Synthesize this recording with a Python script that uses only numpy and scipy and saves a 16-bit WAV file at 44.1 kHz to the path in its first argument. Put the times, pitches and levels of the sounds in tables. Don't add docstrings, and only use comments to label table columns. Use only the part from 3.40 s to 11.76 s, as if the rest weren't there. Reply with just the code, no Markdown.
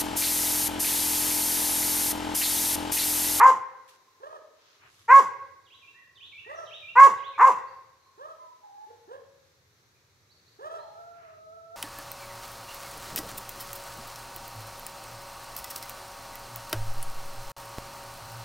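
import sys
import numpy as np
from scipy import signal
from scipy.fft import rfft, irfft, next_fast_len
from scipy.io import wavfile
from scipy.ndimage import uniform_filter1d, minimum_filter1d, map_coordinates

SR = 44100
rng = np.random.default_rng(int(sys.argv[2]) if len(sys.argv) > 2 else 0)


def unload_wav(signal):
    wavfile.write(
        sys.argv[1],
        SR,
        np.round(np.clip(np.atleast_2d(signal).T, -1, 1) * 32767).astype(np.int16),
    )


N = 368676
TIME = np.arange(N) / SR

# (frequency [Hz], level [dB per Hz])
HUM = [(15, -51), (25, -17), (59, -13), (81, -1.5), (96, 4.5), (186, -10), (221, -18), (243, -16),
       (310, -21), (400, -22.5), (520, -49), (880, -120)]
# (time [s], level [dB])
HUM_LEVEL = [(0.0, -67.5), (0.54, -85), (1.39, -87), (1.61, -75), (1.86, -71), (2.35, -80), (3.68, -72),
             (4.31, -76), (4.91, -81), (5.26, -89.5), (5.82, -74.5), (7.36, -74.5), (8.36, -73)]
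# (frequency [Hz], level [dB per Hz])
LEAVES = [(150, -13.5), (400, 3), (700, -5), (1200, -1.5), (2200, -3.5), (3100, -9.5), (4000, -2.5),
          (5000, -7), (6000, -4.5), (7300, -11), (8600, -17), (11000, -16.5), (13000, -14.5), (15500, -22)]
# (frequency [Hz], likeness [0-1])
ALIKE = [(60, 0.75), (250, 1), (600, 0.55), (1500, 0.025), (5000, 0.13)]
# (start [s], length [s], swish level [dB], upper limit [Hz], thud level [dB])
RUSTLES = [(0.474, 0.047, -55.5, 13900, -85), (0.499, 0.082, -62.5, 12100, -94),
           (1.136, 0.32, -63, 6923, -102), (1.388, 0.13, -56.5, 3040, -71),
           (1.441, 0.29, -62, 12150, -77.5), (7.712, 0.32, -60, 2660, -78)]
# (frequency [Hz], level [dB per Hz])
GRASS = [(300, -22.5), (1200, 2), (2000, -1.5), (3500, 0.5), (6500, -3), (9000, -9), (12000, -3),
         (16000, -14)]
# (start in the phrase [s], length [s], first pitch [Hz],
# middle pitch [Hz], last pitch [Hz], level [dB], pitch waver [share])
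PHRASE = [(0, 0.028, 4400, 4300, 4200, -26.5, .12), (0.013, .048, 3774, 3100, 3000, -12, .07),
          (0.061, .068, 2140, 3358, 4090, -5.5, .04), (0.174, .06, 2705, 2353, 2402, -6, 0.033),
          (.235, .03, 2480, 2700, 2890, -2, .025), (.305, .11, 1775, 1950, 1682, -6.5, .02)]
# (start [s], level [dB])
SONG = [(2.237, -49), (2.74, -42), (3.245, -38.5), (3.757, -43.5)]
# (start [s], length [s], first pitch [Hz], last pitch [Hz], level [dB])
CHIRPS = [(3.15, 0.029, 6070, 6010, -57), (3.169, 0.034, 6030, 5280, -59.5),
          (4.267, 0.035, 4420, 4350, -65), (4.595, 0.086, 4200, 4100, -73.5),
          (6.538, 0.046, 2390, 2300, -73.5), (6.893, 0.049, 3820, 4740, -62.5),
          (7.059, 0.044, 4034, 4527, -64), (7.375, 0.071, 3860, 4400, -64.5)]
# (start [s], hold [s], sinking time [s], top pitch [Hz], sag [share of pitch],
# level [dB], mouth resonance lift [dB], roughness [0-1])
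WHINES = [(.8, 0.15, .075, 654, .4, -47.5, 2.5, .5), (3.06, 0.15, .09, 672, .25, -44, 4, .35),
          (4.775, 0.14, 0.042, 656, 0.039, -47.5, 6, 0.23),
          (5.465, 0.021, 0.11, 599, 0.34, -57.5, -6, 0.65),
          (5.675, 0.0902, 0.0504, 591.7, .12, -47, -1.5, 0.47),
          (7.188, .17, .09, 665.6, 0.23, -43, 2, 0.36)]
# (frequency [Hz], level [dB])
WHINE_THROAT = [(200, -25.5), (350, 7.5), (550, -2), (700, -5), (900, -4), (1100, -9), (1300, -7),
                (1500, -19.5), (1720, -7.5), (2000, -36.5), (2600, -33.5), (3300, -27.5), (5000, -49)]
# (time [s], pitch [Hz], level [dB])
SECOND_HARMONICS = [
    [(4.98, 988, -58), (5.008, 1026, -48), (5.072, 977, -50), (5.19, 998, -60.5)],
    [(5.21, 822, -80), (5.242, 851, -47.5), (5.292, 793.5, -54), (5.446, 860, -44.5), (5.52, 808.0, -90)],
    [(7.39, 980, -46.5), (7.472, 851, -51.5), (7.6, 783, -58.5)],
]
# (time [s], pitch [Hz], level [dB])
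HOWL = [(7.55, 649, -52), (7.598, 677.3, -47.5), (7.746, 687.7, -53), (7.964, 625.1, -54),
        (8.172, 668.6, -50), (8.304, 657, -55), (8.36, 685.4, -41.5)]
# (start [s], top pitch [Hz], upward scoop [share of pitch],
# attack time constant [s], level [dB], roughness [0-1], mouth resonance lift [dB], jaw hiss [dB])
BARKS = [(-.013, 528.8, .33, 0.012, -10.5, .4, 3, -45), (1.679, 551.6, .18, .01, -7, .13, -1, -43),
         (3.552, 553.5, .16, .011, -6.5, .18, 0, -44.5), (3.977, 533.3, .46, .02, -10, .32, 3, -47)]
# (frequency [Hz], level [dB])
THROAT = [(120, -17.5), (300, -21.5), (450, -15.5), (560, -22.5), (700, -18.5), (860, -9), (1000, -3),
          (1130, -1.5), (1350, -15.5), (1650, -16.5), (2100, -22), (2600, -36.5), (3300, -60.5),
          (4200, -57.5)]
# (frequency [Hz], level [dB per Hz])
JAW_HISS = [(1500, -29), (2500, 1.5), (3300, -1.5), (4100, -6), (5300, -1), (7000, 3.5), (8100, -4.5),
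            (8900, -16), (10500, -5.5), (12000, -9.5), (14000, -20.5), (16000, -23.5)]
# (delay [s], level [dB], left-right lag [ms])
WALLS = [(0.0099, -13.5, -0.5), (0.0211, -4, 0.1), (0.029, -10, 0.032), (.138, -37, 0.17)]
# (frequency [Hz], time to die by 60 dB [s])
GARDEN = [(150, 0.33), (500, 1), (1100, 0.64), (2200, 1), (4000, 1), (7000, 0.5), (14000, 0.091)]

NOTE_EDGE_DB = 9
YELP_SCOOP, YELP_RISE_S = .47, .04
YELP_ATTACK_DB, YELP_ATTACK_S, YELP_RELEASE_DB = 22, 0.041, 25.5
BREAK_S, BREAK_WIDTH_S, BREAK_DB, BREAK_ROUGH = 0.1, 0.015, 5, .3
SCOOP_S, HOLD_S, BARK_S = .034, .107, .24
GRUNT_SHARE, GRUNT_S = .17, .03
ATTACK_DB = 30
CREST_S, DROOP_DB_PER_S = .07, 69.5
CUT_DB, CUT_S, FADE_DB_PER_S = 16.5, 0.022, 244
ONSET_ROUGH, ONSET_ROUGH_S, GRUNT_ROUGH = .45, 0.01, 0.74
HISS_RISE_DB, HISS_RISE_S, HISS_FADE_DB_PER_S = 20.5, 0.053, 207
TOP_HZ = 15750


def amp(db):
    return 10 ** (np.asarray(db) / 20)


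def unit(x):
    return x / np.sqrt(np.mean(x ** 2) + 1e-20)


def along(points, hz):
    f, v = np.transpose(points)
    return np.interp(np.log(np.abs(hz) + 1), np.log(np.abs(f) + 1), v)


def curves(rows, t):
    s, *cols = np.transpose(rows)
    return [np.interp(t, np.sort(s), c) for c in cols]


def span(start, length):
    at = np.flatnonzero((TIME >= start) & (TIME <= start + length))
    age = TIME[at] - start
    fade = np.clip(np.minimum(age, length - age) / .004, 0, 1)
    return at, fade, age


def wobble(rate, size):
    points = rng.standard_normal(int(size * rate / SR) + 4)
    return map_coordinates(points, [np.arange(size) * rate / SR])


def filtered(x, response):
    size = x.shape[-1]
    m = next_fast_len(size + 8192)
    return irfft(rfft(x, m) * response(np.fft.rfftfreq(m, 1 / SR)), m)[..., :size]


def noise(spectrum, shape):
    return unit(filtered(rng.standard_normal(shape), lambda hz: amp(along(spectrum, hz))))


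def spread(spectrum):
    def turn(hz):
        return np.arccos(np.clip(along(ALIKE, hz), -1, 1)) / 2

    mid, side = filtered(noise(spectrum, (2, N)), lambda hz: np.array([np.cos(turn(hz)), np.sin(turn(hz))]))
    return unit(np.array([mid + side, mid - side]))


def ports(x, lag_ms, pan_db=0):
    sides = np.array([[1], [-1]]) / 2
    return amp(pan_db * sides) * filtered(x, lambda hz: np.exp(-2j * np.pi * hz * lag_ms / 1000 * sides))


def echo(x, t60s, build, alike):
    hz, t, z = signal.stft(rng.standard_normal((2, 2 * SR)), SR, nperseg=256)
    decay = amp(-60 * t / along(t60s, hz)[:, None])
    mid, side = signal.istft(z * decay * (1 - np.exp(-t / build)), SR, nperseg=256)[1]
    side = side * np.sqrt(np.clip((1 - alike) / (1 + alike), 0, 1))
    tail = np.array([mid + side, mid - side])
    return signal.fftconvolve(x[None], tail / np.linalg.norm(tail[0]), axes=1)[:, :N]


def air(hum_db=4, leaf_db=-67.0, hum_sway_db=0.0, leaf_sway_db=1):
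    hum_curve_db = hum_db + curves(HUM_LEVEL, TIME)[0] + hum_sway_db * wobble(3.2, N)
    hum = amp(hum_curve_db) * spread(HUM)
    leaves = amp(leaf_db + leaf_sway_db * wobble(5.3, N)) * spread(LEAVES)
    return hum + leaves


def rustles(grain_db=-2.0):
    out = np.zeros((2, N))
    for s, length, swish_db, top_hz, thud_db in RUSTLES:
        at = np.flatnonzero((TIME >= s) & (TIME < s + length))
        stalks = noise(GRASS, (2, len(at))) * amp(grain_db * wobble(370, len(at)))
        swish = unit(filtered(stalks, lambda hz: 1 / (1 + (hz / top_hz) ** 10)))
        thud = noise(HUM, len(at))
        swell = np.sqrt(np.abs(np.hanning(len(at))))
        out[:, at] += swell * (amp(swish_db) * swish + amp(thud_db) * thud)
    return out


def whistle(rows, overtone_db, waver):
    at, fade, _ = span(rows[0][0], rows[-1][0] - rows[0][0])
    pitch, db = curves(rows, TIME[at])
    phase = 2 * np.pi * np.cumsum(pitch * (1 + waver * wobble(120, len(at)))) / SR
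    tone = np.sin(phase) + amp(overtone_db) * np.sin(2 * phase)
    out = np.zeros(N)
    out[at] = np.sqrt(2) * fade * amp(db) * tone
    return out


def note(start, length, first_hz, middle_hz, last_hz, db):
    u = np.linspace(-1, 1, 15)
    bend = (first_hz + last_hz) / 2 - middle_hz
    pitch = middle_hz + u * (last_hz - first_hz) / 2 + u ** 2 * bend
    return np.transpose([start + length * (u + 1) / 2, pitch, db - NOTE_EDGE_DB * u ** 2])


def birds():
    out = np.zeros(N)
    for start, level_db in SONG:
        for s, *shape, db, waver in PHRASE:
            rows = note(start + s, *shape, level_db + db)
            out += whistle(rows, overtone_db=-34.5, waver=waver)
    for s, length, first_hz, last_hz, db in CHIRPS:
        rows = note(s, length, first_hz, (first_hz + last_hz) / 2, last_hz, db)
        out += whistle(rows, overtone_db=-42.0, waver=.035)
    return out


def folds(pitch, rough, throat, jitter, shimmer, halves, rasp):
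    size = len(pitch)
    pitch = pitch * (1 + jitter * rough * wobble(350, size))
    phase = 2 * np.pi * np.cumsum(pitch) / SR

    def partial(k):
        return amp(along(throat, k * pitch)) * np.sin(k * phase + rng.uniform(0, 2 * np.pi))

    clean = sum(partial(k) for k in np.arange(1, 10))
    between = sum(partial(k + .5) * wobble(90, size) for k in np.arange(1, 10))
    voiced = np.sqrt(2) * (clean + halves * rough * between) * (1 + shimmer * rough * wobble(200, size))
    puffs = rng.standard_normal(size) * (1 + .5 * np.cos(phase))
    turbulence = filtered(puffs, lambda hz: amp(along(throat, hz)) / (1 + (380 / (hz + 1)) ** 10))
    return voiced + rasp * rough * unit(turbulence)


def yelp_shape(age, hold, sink, top_hz, sag, level_db, roughness):
    sunk = np.maximum(age - hold, 0) / sink
    crack = np.exp(-((age - BREAK_S) / BREAK_WIDTH_S) ** 2)
    pitch = top_hz * (1 - YELP_SCOOP * np.exp(-age / YELP_RISE_S)) * (1 - sag * sunk)
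    attack_db = -YELP_ATTACK_DB * np.maximum(1 - age / YELP_ATTACK_S, 0)
    db = level_db + attack_db - BREAK_DB * crack - YELP_RELEASE_DB * sunk ** 1.5
    return pitch, db, roughness + BREAK_ROUGH * (crack + sunk)


def whines(hiss_db=-28, howl_db=-3, harmonic_db=-3, undertone_db=-21):
    out = amp(howl_db) * whistle(HOWL, overtone_db=-4, waver=0.0095)
    undertone = [(s, hz * 2 / 3, db) for s, hz, db in HOWL]
    out += amp(undertone_db) * whistle(undertone, overtone_db=-8, waver=.03)
    out += amp(harmonic_db) * sum(whistle(rows, overtone_db=-28, waver=0.0091) for rows in SECOND_HARMONICS)
    for start, hold, sink, top_hz, sag, level_db, lift_db, roughness in WHINES:
        at, fade, age = span(start, hold + sink)
        pitch, db, rough = yelp_shape(age, hold, sink, top_hz, sag, level_db, roughness)
        rough = np.clip(rough, 0, .7)
        voice = folds(pitch, rough, WHINE_THROAT, jitter=.045, shimmer=.7, halves=.6, rasp=.42)
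        mouth = [(700, 0), (950, lift_db), (1350, lift_db), (1650, 0)]
        voice = filtered(voice, lambda hz: amp(along(mouth, hz)))
        breath = noise([(3000, -23.5), (5000, -7), (7200, -11.5), (8600, -9.5), (10000, -21.5)], len(at))
        quaver_db = 2.2 * wobble(55, len(at))
        out[at] += fade * amp(db + quaver_db) * (voice + amp(hiss_db) * breath)
    return out


def bark_shape(age, top_hz, scoop, attack, level_db, roughness):
    after = np.maximum(age - HOLD_S, 0)
    slack = after ** 2 / (after ** 2 + GRUNT_S ** 2)
    pitch = top_hz * (1 - scoop * np.exp(-(age / SCOOP_S) ** 2)) * (1 - (1 - GRUNT_SHARE) * slack)
    droop_db = -DROOP_DB_PER_S * np.clip(age - CREST_S, 0, HOLD_S - CREST_S)
    push_db = -ATTACK_DB * np.exp(-age / attack) + droop_db
    release_db = -CUT_DB * (1 - np.exp(-(after / CUT_S) ** 2)) - FADE_DB_PER_S * after
    rough = roughness + ONSET_ROUGH * np.exp(-age / ONSET_ROUGH_S) + GRUNT_ROUGH * slack
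    return pitch, level_db + push_db + release_db, rough


def barks(open_db=4.5, dull_db=8, widest=0.025, closing=0.031, chest_db=12.5, shut_after=0.09, flutter_db=3.0):
    out = np.zeros(N)
    for start, *shape, lift_db, hiss_db in BARKS:
        at, fade, age = span(start, BARK_S)
        pitch, db, rough = bark_shape(age, *shape)
        voice = folds(pitch, rough, THROAT, jitter=.03, shimmer=.4, halves=.8, rasp=.44)
        mouth = [(620, 0), (780, lift_db), (1250, lift_db), (1500, 0)]
        voice = filtered(voice, lambda hz: amp(along(mouth, hz)))
        wide = np.exp(-((age - widest) / closing) ** 2)
        upper = filtered(voice, lambda hz: 1 / (1 + (1350 / (hz + 1)) ** 10))
        upper_gain = amp(open_db * wide - dull_db * (1.0 - wide))
        shut = .5 + .5 * np.tanh((age - shut_after) / 0.012)
        lower = filtered(voice, lambda hz: 1 / (1 + (hz / 680) ** 10))
        lower_gain = amp(chest_db * shut - 8.0)
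        voice = voice + (upper_gain - 1) * upper + (lower_gain - 1) * lower
        rise_db = -HISS_RISE_DB * np.maximum(1 - age / HISS_RISE_S, 0) ** 0.95
        flow_db = rise_db - HISS_FADE_DB_PER_S * np.maximum(age - HOLD_S, 0)
        hiss = amp(hiss_db + flow_db + flutter_db * wobble(90, len(at))) * noise(JAW_HISS, len(at))
        out[at] += fade * (amp(db) * voice + hiss)
    return out


def walls(x):
    faces = [(500, -12.5), (850, -9.0), (1100, -0.5), (1500, -9), (4000, -16.5)]
    body = filtered(x, lambda hz: amp(along(faces, hz)))
    return sum(amp(db) * ports(np.interp(TIME - delay, TIME, body, left=0), lag) for delay, db, lag in WALLS)


def scene():
    near, far, song = barks(), whines(), birds()
    scatter = [(500, -14), (1100, -16.0), (2000, 0.5), (6000, -3.5)]
    scattered = filtered(near, lambda hz: amp(along(scatter, hz)))
    dog = ports(near, lag_ms=.02) + walls(near)
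    dog += echo(scattered, [(500, .16), (7000, .19)], build=.004, alike=.25)
    dog += amp(-18.0) * echo(near, GARDEN, build=0.031, alike=0.49)
    houses = [(400, 1.9), (1100, 3), (3000, 3.4), (8000, 0.27)]
    dog += amp(-51.5) * echo(near, houses, build=0.88, alike=0.71)
    whining = amp(3) * ports(far, lag_ms=-.44, pan_db=-2.5)
    whining += amp(-7.5) * echo(far, GARDEN, build=.025, alike=.4)
    singing = amp(-3) * ports(song, lag_ms=0, pan_db=-6.5)
    singing += amp(1.5) * echo(song, [(2000, .7), (5000, 1.0)], build=0.0081, alike=0.12)
    return dog + whining + singing + rustles() + air()


def record(dry):
    needed = np.minimum(1, .97 / (np.abs(dry).max(axis=0) + 1e-9))
    gain = uniform_filter1d(minimum_filter1d(needed, size=600), size=600)
    return filtered(dry * gain, lambda hz: hz < TOP_HZ)


dry = scene()
out = record(dry)
unload_wav(out)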